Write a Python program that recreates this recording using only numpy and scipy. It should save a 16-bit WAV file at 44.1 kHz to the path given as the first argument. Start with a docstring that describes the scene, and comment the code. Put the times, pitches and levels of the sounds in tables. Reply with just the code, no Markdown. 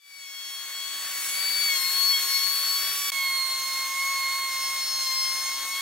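"""On an outdoor bench, about a metre away, a plunge router trims the inner edge of a wooden frame.
Its shaft whines at whole multiples of the turn rate, and the pitch sags as the bit bites.
The housing roars, cooling air rushes, wood chips hiss and the motor hums underneath.
The sound swells in, heard from the front, dips for an instant and goes on from the bench's corner."""
import sys
import numpy as np
from scipy import signal
from scipy.fft import rfft, irfft
from scipy.io import wavfile
from scipy.ndimage import uniform_filter1d, map_coordinates

SR = 44100
rng = np.random.default_rng(int(sys.argv[2]) if len(sys.argv) > 2 else 0)


def store_pcm(level_fs):
    """Save levels as 16-bit WAV."""
    pcm = np.round(np.clip(level_fs, -1, 1) * 32767).astype(np.int16)
    wavfile.write(sys.argv[1], SR, np.atleast_2d(pcm).T)


N = 256220
TIME = np.arange(N) / SR
FREQS = np.arange(N // 2 + 1) * SR / N
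SIDES = np.array([[1], [-1]])  # left, right
FRONT, CORNER = 0, 1  # the two listening spots
# Four stages: the bit runs free, grazes, cuts (heard from the front), cuts (heard from the corner).
GRAZE_S, GRAZE_RISE_S = 0.976, 0.18
BITE_S, BITE_RISE_S = 1.694, 0.074
BREAK_START_S, BREAK_END_S = 3.103, 3.1188

# The tool drifts from the left towards the middle. "Pan" is the left level minus the right.
# t/s, head start of the left side/samples, extra pan of the whine/dB
TOOL_DRIFT = [(0, 1.35, -1), (1.6, 1.47, -3), (1.9, 0.48, -1.5), (2.8, .4, -4), (3.12, 0.32, -4.5),
              (4.3, 0.28, -0.5), (5.1, 0.34, 0.5), (5.8, 0.41, 3)]


def router():
    """The whole tool: tones tied to the shaft, a flickering rush of air and chips, and a hum."""
    # Rows: housing roar, cooling air, chip hiss. Columns: level/dB in each of the four stages
    rush_levels = [(-44, -43, -44.5, -48.5), (-36.5, -36, -36.5, -39), (-37.5, -34.7, -35.5, -44)]
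    roar_db, air_db, hiss_db = (by_stage(*db) for db in rush_levels)
    hiss_db = hiss_db + hiss_drift_db()
    angle = shaft_angle()
    tones = gain(-0.35) * whine(angle)
    tones += gain(hiss_db + 1.0) * whistles(angle)
    tones += gain(roar_db - 1.1) * motor_hum()
    crackle = chips(angle)
    levels_db = [db + 0.67 * wander(25.04) for db in (roar_db, air_db, hiss_db)]
    noise = by_spot(rush(crackle, FRONT, levels_db), rush(crackle, CORNER, levels_db))
    rush_pan_db = by_stage(0.75, 1, -0.65, 0.13)
    return tones + stereo_gains(rush_pan_db).real * arrive_left_first(noise)


def shaft_angle(wobble=0.00077, wobble_hz=44.6):
    """How far the shaft has turned, in radians; deeper bites slow it, uneven grain makes it tremble."""
    # Shaft speed: t/s, turn rate/Hz
    speed = [(0, 1151), (0.3, 1101), (0.68, 1097), (1.16, 1117), (1.28, 1108), (1.43, 1129), (1.66, 1125),
             (1.79, 1074), (2.1, 1103), (2.2, 1089), (2.42, 1097), (2.55, 1110), (2.64, 1103), (2.8, 1115),
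             (3.02, 1131), (3.1, 1127), (3.12, 1098), (3.47, 1066), (3.67, 1072), (3.83, 1070), (4.1, 1090),
             (4.25, 1075), (4.39, 1081), (4.55, 1066), (4.68, 1075), (5.01, 1067), (5.1, 1056),
             (5.42, 1067), (5.8, 1097)]
    turn_hz = curves(speed)[0] * (1 + wobble * wander(wobble_hz))
    return 2 * np.pi * np.cumsum(turn_hz) / SR


def whine(angle, scatter=0.069, flutter_hz=32, wander_hz=20):
    """Bit and fan sound 1 to 8 times the turn rate; shorter waves scatter more and aim more to one side."""
    # One row per multiple: base level/dB in each of the four stages, random wander/dB
    tone_levels = [(-45.5, -46, -42.7, -38.6, 1.1), (-39, -40, -39, -35.5, 2.1),
                   (-33.2, -46, -44.8, -48.5, 3.2), (-34.5, -31, -28, -34, 0.23),
                   (-45.5, -43, -44.5, -50, 1.8), (-45.5, -43, -48.5, -46, 2.4),
                   (-44.5, -45, -48, -66, 2.6), (-53, -46.5, -46, -48, 2.2)]
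    # Where each multiple sits: pan/dB (front, corner), head start of the left side/rad (front, corner)
    tone_places = [(-0.5, 0, 0.25, 0.1), (7, -2.5, 1.36, -0.0079), (5.5, 6.5, 0.77, -0.23),
                   (10.5, 1, 0.083, -0.62), (9, 0.5, 1.8, -1.73), (-2, -1, 1.6, -0.3), (11, -2, .4, -0.64),
                   (9, 3, 0.3, 0.59)]
    # Slow swings of multiples 2, 4 (the loudest) and 5 (sings out late in the cut): t/s, change/dB
    second_swing = [(0, 4), (.18, 8.5), (.42, -1), (.75, 0), (1.06, -9.5), (1.2, 1.5), (1.6, 2), (1.9, 1),
                    (2.06, -8.5), (2.36, 0), (2.52, -8), (3.1, -4.5), (3.4, -0.5), (3.68, -1.5), (4.1, 6.5),
                    (4.74, 0), (4.89, -8.5), (5.1, -0.5), (5.7, -3.5)]
    fourth_swing = [(0, 1.5), (1.0, 0), (1.3, -6), (1.41, 1), (1.7, 4), (1.83, -3), (2.11, 6.5),
                    (2.21, -0.5), (2.35, 2), (2.74, 0.5), (3.01, -10.5), (3.26, 3), (3.42, 7), (3.57, 1),
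                    (3.791, 2.5), (3.95, -8), (4.18, 3.5), (4.3, 2), (4.64, -2), (5.1, 4), (5.55, -4.5),
                    (5.8, -5)]
    fifth_swing = [(0, 1), (.3, 9), (.9, -5), (1.27, 0), (1.47, -16), (1.72, 1), (2.82, 0.5), (3.07, 8),
                   (3.38, -13), (3.62, 2.5), (4.08, 6.5), (4.46, -7), (4.54, 8.5), (5.3, 17), (5.769, 2)]
    second, fourth, fifth = (curves(table)[0] for table in (second_swing, fourth_swing, fifth_swing))
    swing_db = {1: by_spot(0, 0.75) * second, 2: second, 4: fourth, 5: fifth, 6: 0.5 * fifth}
    drift_pan_db = curves(TOOL_DRIFT)[1]
    wander_share = by_stage(0.65, 1, 1.4, 0.64)
    out = 0
    for k, ((*stage_db, wander_db), place) in enumerate(zip(tone_levels, tone_places), 1):
        level_db = by_stage(*stage_db) + swing_db.get(k, 0) + squeal_db(k)
        level_db += wander_share * wander_db * wander(wander_hz)
        pan_db = by_spot(*place[:2]) + drift_pan_db * min(k / 4, 1)
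        gains = stereo_gains(pan_db, lead_rad=by_spot(*place[2:]))
        out = out + gain(level_db) * reflected_tone(k * angle, scatter * k, flutter_hz, gains)
    return out


def squeal_db(multiple):
    """One multiple's brief changes in level: it squeals as the bit catches, or fades for a moment."""
    # Rises and dips: middle t/s, length/s, lowest multiple, highest multiple, change/dB
    squeals = [(1.29, .09, 6, 8, 4.3), (1.715, 0.12, 2, 3, 10.7), (1.735, .08, 12, 12, 12),
               (1.765, 0.032, 3, 3, 9.6), (1.78, 0.05, 6, 7, 6.2), (2.142, .04, 3, 3, 12),
               (2.16, 0.084, 2, 2, 11.5), (2.86, .18, 3, 3, 7), (3.06, 0.046, 3, 3, 6.1),
               (3.2, 0.32, 2, 3, 9.3), (3.22, .22, 12, 12, 4), (5.07, 0.029, 3, 4, 4.3),
               (5.26, 0.061, 3, 3, 9), (5.765, 0.13, 2, 2, 5.26), (5.77, .13, 3, 3, 15.7),
               (5.765, 0.12, 12, 12, 10)]
    dips = [(.16, 0.11, 3, 3, -18), (.25, 0.75, 1, 1, -5), (.6, .1, 2, 2, -7), (1.25, 0.053, 3, 4, -9),
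            (1.57, 0.3, 1, 1, -11), (2.26, .06, 2, 2, -10), (4.85, .05, 1, 1, -7),
            (5.691, 0.041, 3, 4, -11)]
    return sum(db * np.exp(-(2 * (TIME - middle) / length) ** 2)  # a bell curve
               for middle, length, lowest, highest, db in squeals + dips
               if lowest <= multiple <= highest)


def whistles(angle, wander_db=3.2, wander_hz=8):
    """Thin, high multiples of the turn rate that come and go."""
    # Multiple, level/dB relative to the chip hiss (front, corner)
    overtones = [(9, -13.5, -9), (10, -17.5, -14), (11, -16, -18), (12, -21, -10.5), (13, -18, -23),
                 (14, -17, -15)]
    out = 0
    for k, *spot_db in overtones:
        level_db = by_spot(*spot_db) + squeal_db(k) + wander_db * wander(wander_hz)
        out = out + gain(level_db) * reflected_tone(k * angle, scatter=0.49, flutter_hz=20)
    return out


def chips(angle, throb=0.062, grain_db=1.1):
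    """Two noise streams of tiny breaks in the wood, strongest once a turn as the cutting edge hits."""
    sizes = gain(grain_db * wander(1500)) * (1 + throb * np.cos(angle))
    return rng.standard_normal((2, N)) * sizes / np.sqrt(np.mean(sizes ** 2))


def rush(crackle, spot, levels_db, roar_top_hz=2400, air_top_hz=8570):
    """Noise shaped by housing and bench: roar at the bottom, cooling air between, chip hiss on top."""
    # Tone colour of the noise: f/Hz, relative level/dB (front, corner)
    rush_colour = [(40, -52, -50), (85.4, -34, -40), (128, -21, -19.5), (162, -17.5, -16.5),
                   (412, -13, -11), (860, -8, -4.5), (1160, -3.5, -2), (1760, 2.5, 1.5), (2310, -1.5, -1),
                   (3860, 0.5, 4.5), (5170, -5, 0), (7800, -2, 2.5), (12360, 11.5, 12.5), (15600, 5, 9.5)]
    # Stereo spread: f/Hz, likeness of left and right (0 to 1), pan/dB
    rush_width = [(150, 0.99, -1), (1430, 0.92, -1), (2390, 0.94, 0), (3500, 0.41, 2.5), (4500, 0.61, -6),
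                  (6700, 0.052, 9.5), (7550, 0.22, -1), (8500, 0.54, -0.5), (12500, 0.79, -2),
                  (15500, 0.16, -0.5)]
    colour_hz, *colour_db = np.transpose(rush_colour)
    colour = gain(over_frequency(colour_hz, colour_db[spot]))
    width_hz, likeness, pan_db = np.transpose(rush_width)
    likeness = np.clip(over_frequency(width_hz, likeness), 0, 1)
    middle, side = rfft(crackle) * colour
    spectrum = middle + SIDES * side * np.sqrt((1 - likeness) / (1 + likeness))
    spectrum *= stereo_gains(over_frequency(width_hz, pan_db))
    roar, roar_and_air = (1 / (1 + (FREQS / top) ** 8) for top in (roar_top_hz, air_top_hz))
    bands = roar, roar_and_air - roar, 1 - roar_and_air
    cores_hz = (1250, 2000), (2500, 8000), (9000, 15000)  # each band's level is set in this range
    out = 0
    for band, db, (low, high) in zip(bands, levels_db, cores_hz):
        core_size = np.sqrt(np.mean(colour ** 2 * (FREQS > low) * (FREQS < high)))
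        out = out + irfft(spectrum * band, N) / core_size * gain(db)
    return out


def hiss_drift_db(front_db_per_s=-0.3, corner_db_per_s=-0.9):
    """The chip hiss slowly fades as the bit travels along the edge; 0 dB halfway through each cut."""
    front_s = np.maximum(TIME, BITE_S) - (BITE_S + BREAK_START_S) / 2
    corner_s = TIME - (BREAK_END_S + TIME[-1]) / 2
    return by_spot(front_db_per_s * front_s, corner_db_per_s * corner_s)


def motor_hum():
    """Fixed pitches, alike on both sides: mains power pulls on the motor's iron and the housing rings."""
    # f/Hz, level/dB relative to the roar (front, corner)
    hum_tones = [(300, -27.5, -23.5), (600, -26, -35), (900, -32, -14), (1710, -17, -20),
                 (1845, -28, -12.5), (2002, -19.5, -26)]
    return sum(by_spot(*gain(db)) * reflected_tone(2 * np.pi * hz * TIME, scatter=1.0, flutter_hz=14)[0]
               for hz, *db in hum_tones)


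def reflected_tone(angle, scatter, flutter_hz, gains=1):
    """A tone plus its echoes off hands, tool and bench; scatter sets how strong the echoes are."""
    # Complex numbers hold both the size and the phase of each side's shifting echo.
    echoes = np.array([wander(flutter_hz) + 1j * wander(flutter_hz) for _ in range(2)])
    wave = np.exp(1j * (angle + 2 * np.pi * rng.random()))
    return np.sqrt(2 / (1 + scatter ** 2)) * np.imag((gains + scatter * echoes) * wave)


def arrive_left_first(sound):
    """The sound reaches the left side a moment before the right."""
    shifts = SIDES * curves(TOOL_DRIFT)[0] / 2
    return np.array([map_coordinates(channel, [np.arange(N) + shift], order=5)
                     for channel, shift in zip(sound, shifts)])


def stereo_gains(pan_db, lead_rad=0):
    """Complex left and right gains; positive values make the left side louder and earlier."""
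    gains = gain(SIDES * pan_db / 2) * np.exp(0.5j * SIDES * lead_rad)
    return gains / abs(gains.mean(axis=0))


def by_stage(free, graze, cut, corner):
    """Glide through the values of the first three stages, then jump to the corner's."""
    times = [GRAZE_S, GRAZE_S + GRAZE_RISE_S, BITE_S, BITE_S + BITE_RISE_S]
    return by_spot(np.interp(TIME, times, [free, graze, graze, cut]), corner)


def by_spot(front, corner):
    """The front value until the break starts, then the corner value."""
    return np.where(TIME < BREAK_START_S, front, corner)


def wander(rate_hz):
    """A smooth random curve, typically within about 1 of zero, with rate_hz new targets a second."""
    hold = max(int(SR / rate_hz), 2)
    steps = np.repeat(rng.standard_normal(N // hold + 1), hold)
    return 1.286 * uniform_filter1d(uniform_filter1d(steps, hold), hold)[:N]


def curves(table):
    """Join each column's points with straight lines; the first column gives the times."""
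    times, *columns = np.transpose(table)
    return [np.interp(TIME, times, column) for column in columns]


def over_frequency(hz, values):
    """Join values with straight lines on a scale where every octave is equally wide."""
    return np.interp(np.log(FREQS + 1), np.log(hz), values)


def gain(db):
    """Turn decibels into a number to multiply by."""
    return 10 ** (np.asarray(db) / 20)


def scene():
    """The sound swells in; it dips for an instant as the scene changes from the front to the corner."""
    swell = np.minimum(0.015 + TIME / 1.66, 1)  # full size after about 1.6 s
    in_break = (TIME > BREAK_START_S) & (TIME < BREAK_END_S)
    return router() * swell * gain(-25 * in_break)


def record(dry, top_hz=15750):
    """Cut off the very highest treble steeply."""
    return signal.sosfilt(signal.ellip(12, 0.1, 90, top_hz, fs=SR, output="sos"), dry)


dry = scene()
out = record(dry)
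store_pcm(out)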